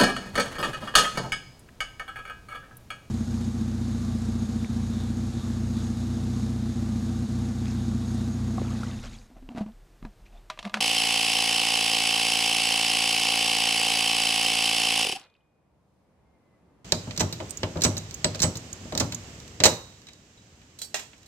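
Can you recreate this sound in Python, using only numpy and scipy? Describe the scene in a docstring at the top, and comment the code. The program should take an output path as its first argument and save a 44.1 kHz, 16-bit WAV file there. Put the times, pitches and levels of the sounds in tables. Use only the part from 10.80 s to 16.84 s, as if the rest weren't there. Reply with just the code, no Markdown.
"""A step away from a small piston compressor, with traffic far off, we hear it run, lose power and coast to a halt.
Every crank turn the air valve thumps and knocks ring the housing; the gear teeth clatter harder under load.
Impulses timed by the crank angle, passed through filters, make these blows; sine tones make the motor shake.
Hollow groans, a short hiss and a few ticks end the run. Filtered noise makes the traffic that remains.
A faint squeal follows, while the gain control creeps up."""
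import sys
import numpy as np
from scipy import signal
from scipy.fft import rfft, irfft
from scipy.io import wavfile
from scipy.ndimage import uniform_filter1d

SR = 44100
rng = np.random.default_rng(int(sys.argv[2]) if len(sys.argv) > 2 else 0)


def master_out(mix):
    """Clip the mix to full scale and print it as 16-bit PCM to the path in sys.argv[1]."""
    frames = np.transpose(np.atleast_2d(mix))
    ceiling = np.clip(frames, -1, 1)
    pcm = np.round(ceiling * 32767).astype(np.int16)
    wavfile.write(sys.argv[1], SR, pcm)


N = 266584  # length of the sound in samples
BINS_HZ = np.arange(1, 4098) * SR / 8192  # frequencies at which filter curves are drawn

# Far traffic, colour of its noise: (frequency [Hz], relative level [dB])
TRAFFIC_COLOUR = [(15, -47), (35, -24), (75, 0.5), (130, -5), (190, -2.5), (300, -8.5), (500, -10),
                  (900, -13), (1300, -21.5), (2000, -27), (3500, -35), (8000, -41), (15000, -44.5)]
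# Left-right difference of the traffic, relative to the shared part: (frequency [Hz], level [dB])
TRAFFIC_SIDE = [(60, -7.5), (110, -12.5), (200, -16.5), (380, -5.5), (700, -7.5), (1290, -6), (2380, 0),
                (4400, -2), (8120, 1.5), (15000, 1)]
TRAFFIC_DB = -70

# Faint squeal: loudest moment, level there before its flutter, and slopes up to and down from it
SQUEAL_S, SQUEAL_DB, SQUEAL_RISE_DB_PER_S, SQUEAL_FALL_DB_PER_S = 5.71, -84, 45, 55
# its pitch is lowest when it is loudest
SQUEAL_HZ, SQUEAL_DROP_HZ_PER_S, SQUEAL_LIFT_HZ_PER_S = 2010, 500, 280

# Reflections that differ left and right: (frequency [Hz], level [dB])
NEARBY_SIDE = [(60, -36.5), (110, -43), (200, -70.5), (380, -13), (700, -27.5), (1290, -15.5), (2380, -16),
               (4400, -11.5), (8120, -12), (15000, -6)]
NEARBY_T60_S = 0.22  # time for the reflections to fall 60 dB
# Left minus right for the machine itself: (frequency [Hz], difference [dB])
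LEFT_RIGHT_LEAN = [(100, 0), (250, -.6), (500, 0), (1300, 0), (2400, -.6), (4400, -2.8), (8000, .2),
                   (15000, 0)]

# Air valve thump: (multiple of the crank rate [-], relative level [dB])
THUMP_SHAPE = [(1, -14), (2, -9), (3, -5.5), (4, -4.5), (5, -1.5), (6, -11), (7, -28), (8, -10), (9, -7.5),
               (10, -21.5), (11, -7), (12, -15), (13, 6), (14, 4.5), (15, -5), (16, -5.5), (17, -8.5),
               (18, -10), (19, -5), (20, -10.5), (21, -7.5), (22, -30), (23, -18)]
THUMP_DB, THUMP_AT = -33, 0.3488  # level, crank angle in turns
# Motor shake, side tones come from the crank:
# (multiple of the motor rate [-], crank multiples added [-], level [dB])
UNBALANCE = [(1, 2, -64), (1, 4, -53), (1, 8, -66), (1, 9, -55), (1, 11, -62), (1, 12, -62), (1, 15, -62),
             (1, 16, -61), (2, 0, -60), (2, 11, -61), (3, -1, -61), (3, 0, -52), (3, 1, -57), (3, 7, -63)]
# Thin tones just above some crank multiples, beating slowly: (multiple [-], level [dB])
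BEATS = [(9, -61), (10, -59), (14, -55), (17, -56), (20, -62)]
BEAT_OFFSET = .064  # in crank multiples
# Knocks: (crank angle [turns], level [dB], centre [Hz], width of each filter pass [Hz],
# swing with the pinion angle [dB], shift with the pinion angle [ms])
KNOCKS = [(0.0046, -33.5, 2910, 970, -3.5, 0.12), (.225, -28.5, 2770, 1300, 1.1, 0.03),
          (.4, -36.5, 2900, 680, 3, .05), (.17, -36, 5417, 500, 1.2, 0.02),
          (0.27, -43.5, 5000, 2500, -0.5, 0.025), (.26, -36.5, 7800, 3700, 0, 0.069)]

# Force on the teeth round one turn: (crank angle [turns], force [dB])
TOOTH_LOAD = [(0, 0), (.1, 2.5), (.17, 1.5), (.27, 2), (.4, 1.5), (.5, -8.5), (.65, -4), (.8, -7.5),
              (.9, -5.5), (1, 3.5)]
GEAR_TEETH, PINION_TEETH = 49, 11
MESH_DB, MESH_LOW_HZ, MESH_TOP_HZ, RATTLE_DB = -27.5, 1096, 8000, -27

# Resonances of the housing: (frequency [Hz], width [Hz], relative level [dB])
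HOUSING = [(534.6, 81, -9), (842, 84, -10.5), (1120, 20, -13), (2239, 180, -8), (2660, 310, -1.5),
           (3120, 300, -8), (3500, 270, -4.5), (3908, 96, -4), (4280, 140, -8), (4270, 51, -8),
           (4590, 79, -3.5), (4750, 80, 1.5), (5140, 64, -0.5), (5437, 188, -3.5), (5670, 60, -14.5),
           (6265, 170, -11.5), (6980, 150, -12), (7927, 150, -7.5), (8140, 250, -12.5), (9550, 400, -9.5),
           (10140, 200, -10), (10850, 160, -17.5), (11690, 89, -25.5)]
# Broad colour between the resonances: (frequency [Hz], relative level [dB])
SHELL = [(30, -45.5), (100, -35), (300, -24), (600, -20.5), (1400, -22.5), (2000, -11), (3100, 2),
         (3800, -18.5), (5200, -17.5), (6000, -15), (9800, -21.5), (14300, -29), (15700, -51)]
# A part that rings on: (frequency [Hz], level [dB], time to fall 60 dB [s])
RINGING_PART = (2462, -69, 1.0)

# Strokes weaken while coasting: (time [s], level [dB])
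COAST_FADE = [(4.22, -1.5), (4.26, -5), (4.3, -5.5), (4.334, -7.5), (4.375, -20), (4.412, -33), (4.45, -59),
              (4.48, -75)]
THUMP_FADE = 0.98  # dB of thump for each dB of fade
# Trapped air groans in the last strokes: (time [s], level [dB], centre [Hz], waver [Hz], spread [ms])
GROANS = [(4.253, -37, 453, 89.3, 4.6), (4.271, -37, 420, 118.4, 3), (4.298, -39, 400, 121.5, 3.4),
          (4.324, -45, 793, 25.2, 3.6), (4.333, -43, 341, 118.7, 3), (4.352, -54, 200, 40, 3.5),
          (4.365, -38, 780, 25.2, 6.8), (4.409, -58.5, 300, 119, 4)]
# Mechanism settles: (time [s], peak level [dB], centre [Hz], decay [ms])
TICKS = [(4.396, -43, 6000, 3.0), (4.414, -48, 4000, 2), (4.431, -52, 4000, 1.5), (4.439, -50, 4200, 1.5),
         (4.45, -53, 4200, 1.5), (4.5, -60, 4200, 1.5), (4.54, -61, 3800, 1.5), (4.551, -57, 2800, 5.0),
         (4.565, -65, 4000, 1.5), (4.606, -70, 3000, 3)]
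SEEP_S, SEEP_DB, SEEP_RISE_DB_PER_S, SEEP_FALL_DB_PER_S = 4.36, -53, 570, 90  # air seeps past the valve
SEAL_S, SEAL_DB = 4.472, -9  # the valve seats and the hiss drops

TURN_HZ = 56.87  # crank rate used to place the thump's colour
# crank angle and rate at 0 s; the rate sags as the tyre fills
START_TURNS, START_HZ, SAG_HZ_PER_S = -.29, 56.948, .04
CUT_S, COAST_S = 4.233, .142  # power off; time constant of the run-down
SPEED_WANDER_TURNS = .016
TURNS = 247  # crank turns that are given blows

HOLD_DB, RECOVER_DB_PER_S = -23, 4.5  # gain control: level held, speed of recovery
TOP_HZ = 15600  # upper limit of the sound


def undb(db):
    """Turns decibels into a plain factor."""
    return 10 ** (np.asarray(db) / 20)


def level(x, db):
    """Scales a sound so that the rms of its first four seconds has this level."""
    return x * undb(db) / np.sqrt(np.mean(x[:4 * SR] ** 2))


def curve_db(table):
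    """Draws a smooth filter curve through (frequency [Hz], level [dB]) points."""
    hz, db = np.transpose(table)
    return np.interp(np.log(BINS_HZ), np.log(hz), db)


def colour(x, db, lag=1):
    """Filters with this gain curve; lag 1 only rings after a blow, less also swells before it."""
    # folding the cepstrum gives the phase of a filter that only rings afterwards
    cepstrum = irfft(np.log(undb(db)))
    cepstrum[1:4096] *= 2
    cepstrum[4097:] = 0
    log_gain = rfft(cepstrum)
    response = irfft(np.exp(log_gain.real + 1j * lag * log_gain.imag))
    taps = np.roll(response, 2048)
    return signal.fftconvolve(x, taps)[2048:N + 2048]


def band(x, hz, width):
    """Keeps a band of frequencies with a two-pole filter applied twice."""
    b, a = signal.iirpeak(hz, hz / width, SR)
    return signal.lfilter(b, a, signal.lfilter(b, a, x))


def walk(rate):
    """Wanders at random, spread near 1: levels held 1 / rate seconds, then smoothed twice."""
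    k = int(SR / rate)
    steps = np.repeat(rng.standard_normal(N // k + 1), k)
    return 1.3 * uniform_filter1d(uniform_filter1d(steps, k), k)[:N]


def tent(at_s, rise, fall):
    """Distance below a peak that is reached at one slope and left at another."""
    t = np.arange(N) / SR - at_s
    return np.maximum(-rise * t, fall * t)


def traffic():
    """Far rumble whose bands swell and flicker; alike left and right only in the bass."""
    mid, side = 0, 0
    for hz in 35 * 2. ** np.arange(9):  # one band per octave
        swell = undb(1.2 * walk(3.8))
        mid = mid + swell * band(rng.standard_normal(N), hz, hz)
        side = side + swell * band(rng.standard_normal(N), hz, hz)
    mid = colour(mid, curve_db(TRAFFIC_COLOUR))
    side = colour(side, curve_db(TRAFFIC_COLOUR) + curve_db(TRAFFIC_SIDE))
    scale = undb(TRAFFIC_DB) / np.std(mid)
    return scale * np.array([mid + side, mid - side])


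def squeal():
    """A thin, broken tone that dips in pitch as it swells."""
    pitch = SQUEAL_HZ + tent(SQUEAL_S, SQUEAL_DROP_HZ_PER_S, SQUEAL_LIFT_HZ_PER_S)
    pitch = pitch * (1 + .011 * walk(60))
    tone = np.sqrt(2) * np.sin(2 * np.pi * np.cumsum(pitch) / SR)
    tone = tone * (1 + .6 * walk(35))  # flutter in level
    return undb(SQUEAL_DB - tent(SQUEAL_S, SQUEAL_RISE_DB_PER_S, SQUEAL_FALL_DB_PER_S)) * tone


def reflections(near):
    """Nearby surfaces return the machine's sound as a dense, fading echo made from decaying noise."""
    t = np.arange(SR // 2) / SR
    echo = rng.standard_normal(len(t)) * undb(-60 * t / NEARBY_T60_S)
    return signal.fftconvolve(near, echo / np.sqrt(np.sum(echo ** 2)))[:N]


def seep():
    """A short broad hiss of leaking air late in the run-down, quieter once the valve seats."""
    shape = [(300, -2), (800, 7), (1800, 2), (3500, 1.5), (6000, -22), (12000, -32.0)]
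    hiss = level(colour(rng.standard_normal(N), curve_db(shape)), SEEP_DB)
    seal_db = SEAL_DB * (np.arange(N) > SEAL_S * SR)
    return hiss * undb(seal_db - tent(SEEP_S, SEEP_RISE_DB_PER_S, SEEP_FALL_DB_PER_S))


def groans():
    """Trapped air swells hollowly: a wavering tone at an air resonance."""
    out, t = 0, np.arange(N) / SR
    for s, db, hz, waver_hz, spread_ms in GROANS:
        tone = np.sin(2 * np.pi * np.cumsum(hz + waver_hz * walk(250)) / SR)
        swell = np.exp(-.5 * (1000 * (t - s) / spread_ms) ** 2)
        out = out + undb(db) * np.sqrt(2) * tone * swell
    return out


def ticks():
    """Short soft clicks as parts slip back: fading noise in a band."""
    out, t = np.zeros(N), np.arange(1200) / SR
    for s, db, hz, decay_ms in TICKS:
        burst = rng.standard_normal(len(t)) * np.exp(-1000 * t / decay_ms)
        click = band(burst, hz, hz ** 2 / 11000)
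        start = int(s * SR)
        out[start:start + len(t)] += undb(db) * click / np.abs(click).max()
    return out


def crank():
    """Crank angle in turns: a slowly sagging rate, then an exponential run-down."""
    t = np.arange(N) / SR
    hz = (START_HZ - SAG_HZ_PER_S * t) * np.exp(-np.maximum(t - CUT_S, 0) / COAST_S)
    # the wander shrinks to nothing over the last second of power
    wander = SPEED_WANDER_TURNS * walk(7) * (t < CUT_S) * np.minimum(CUT_S - t, 1)
    return START_TURNS + np.cumsum(hz) / SR + wander


def pinion(turns):
    """Angle of the motor shaft in radians, from the gear ratio."""
    return 2 * np.pi * turns * GEAR_TEETH / PINION_TEETH


def blows(turns, at, size, late_s=0):
    """An impulse whenever the crank passes an angle, shared between two samples for fine timing."""
    place = np.clip(np.interp(at, turns, np.arange(N)) + late_s * SR, 0, N - 2)
    i = place.astype(int)
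    return np.bincount(i, size * (i + 1 - place), N) + np.bincount(i + 1, size * (place - i), N)


def housing_db(lift_db):
    """Broad colour of the shell with its resonances, raised by lift_db, standing above it."""
    modes = sum(undb(2 * (db + lift_db)) / (1 + (2 * (BINS_HZ - hz) / width) ** 2)
                for hz, width, db in HOUSING)
    return 10 * np.log10(undb(2 * curve_db(SHELL)) + modes)


def unbalance(turns):
    """The motor shakes with its shaft; the crank load spreads that into side tones."""
    orders = [(m * GEAR_TEETH / PINION_TEETH + k, db) for m, k, db in UNBALANCE]
    orders += [(k + BEAT_OFFSET, db) for k, db in BEATS]
    out = 0
    for order, db in orders:
        size = np.sqrt(2) * undb(db + 1.4 * walk(8.6))
        out = out + size * np.sin(2 * np.pi * order * (turns - THUMP_AT))
    return out


def contacts():
    """Crank angles of three touches per gear tooth, and the force there."""
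    at = np.arange(TURNS * GEAR_TEETH * 3) / (GEAR_TEETH * 3)
    return at, undb(np.interp(at % 1, *np.transpose(TOOTH_LOAD)))


def mesh(turns):
    """Worn teeth strike alike whenever gear and pinion meet in the same position, every eleven turns."""
    at, force = contacts()
    touch = np.arange(len(at)) % (GEAR_TEETH * 3)
    wear = rng.standard_normal((GEAR_TEETH * 3, 3))[touch].T
    pairing = rng.standard_normal((PINION_TEETH, GEAR_TEETH * 3))[at.astype(int) % PINION_TEETH, touch]
    size = 0.5 * wear[0] + 0.76 * pairing
    size = size + wear[1] * np.cos(pinion(at)) + wear[2] * np.sin(pinion(at))
    # the repeating blows fill the middle of the spectrum
    dull_db = -10 * np.log10((1 + (BINS_HZ / MESH_TOP_HZ) ** 4) * (1 + (MESH_LOW_HZ / BINS_HZ) ** 4))
    hits = blows(turns, at, size * force ** 0.15)
    return level(colour(hits, housing_db(1.2) + dull_db), MESH_DB)


def rattle(turns):
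    """The loose part of each tooth contact: random in size, sign and timing, so it never repeats."""
    at, force = contacts()
    chance = rng.standard_normal((len(at), 2)).T
    size = np.sign(chance[0]) * np.abs(chance[0]) ** .6 * force
    hits = blows(turns, at, size, 6e-5 * chance[1])
    share_db = curve_db([(60, -23.0), (350, 2), (620, -2.5), (850, 2.0),
                         (1600, 0.5), (2800, -3.0), (5300, 0.5), (12000, 5.0)])
    return level(colour(hits, housing_db(1.3) + share_db), RATTLE_DB)


def knocks(turns):
    """Play in the rod and valve plates is taken up at fixed angles; the pinion angle sets how hard and when."""
    out = 0
    for angle, db, hz, width, swing_db, shift_ms in KNOCKS:
        at = np.arange(TURNS) + angle
        chance = rng.standard_normal((len(at), 2)).T
        size = undb(swing_db * np.cos(pinion(at)) + 0.5 * chance[0])
        late_s = shift_ms / 1000 * np.sin(pinion(at)) + 1.5e-5 * chance[1]
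        knock = band(blows(turns, at, size, late_s), hz, width)
        out = out + level(colour(knock, housing_db(0)), db)
    return out


def valve(turns):
    """One air thump a turn; the pressure builds before it lets go."""
    at = np.arange(TURNS) + THUMP_AT
    chance = rng.standard_normal((len(at), 2)).T
    puffs = blows(turns, at, undb(.4 * chance[0]), 1.5e-5 * chance[1])
    shape = [(20, -50)] + [(k * TURN_HZ, db) for k, db in THUMP_SHAPE] + [(2500, -53.5)]
    return level(colour(puffs, curve_db(shape), lag=.3), THUMP_DB)


def ringing_part(body):
    """A part driven by the machine's sound rings on at one pitch, as a narrow resonant filter."""
    hz, db, t60_s = RINGING_PART
    b, a = signal.iirpeak(hz, hz * t60_s * np.pi / np.log(1000), SR)
    return level(signal.lfilter(b, a, body), db)


def compressor():
    """Crank-driven parts weaken as it coasts, then air and ticks join; also returns the other flank's rattle."""
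    turns = crank()
    fade_db = np.interp(np.arange(N) / SR, *np.transpose(COAST_FADE))
    gear = (unbalance(turns) + knocks(turns) + mesh(turns) + rattle(turns)) * undb(fade_db)
    body = valve(turns) * undb(THUMP_FADE * fade_db) + gear
    near = body + ringing_part(body) + ticks() + groans() + seep()
    return near, rattle(turns) * undb(fade_db)


def scene():
    """Places the compressor and its reflections in stereo, with the traffic and squeal."""
    near, flank = compressor()
    echoes = reflections(near)
    side = colour(echoes + undb(-0.5) * flank, curve_db(NEARBY_SIDE))
    lean = curve_db(LEFT_RIGHT_LEAN) / 2  # half to each ear
    machine = np.array([colour(near, lean) + side, colour(near, -lean) - side])
    return machine + undb(-20.5) * echoes + traffic() + squeal()


def record(dry):
    """Gain control holds loud sound at one level and recovers slowly; peaks are rounded and the top is cut."""
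    power = uniform_filter1d(np.mean(dry ** 2, axis=0), SR // 5)
    heard_db = 10 * np.log10(power[::441] + 1e-12)  # 100 readings a second
    gain_db = np.zeros(len(heard_db))
    for i in range(1, len(gain_db)):
        gain_db[i] = min(HOLD_DB - heard_db[i], gain_db[i - 1] + RECOVER_DB_PER_S / 100)
    gain = undb(np.interp(np.arange(N), 441 * np.arange(len(gain_db)), gain_db))
    soft = np.tanh(1.9 * dry * gain) / 1.9
    return signal.sosfilt(signal.ellip(10, .2, 70, TOP_HZ, fs=SR, output="sos"), soft)


dry = scene()
out = record(dry)
master_out(out)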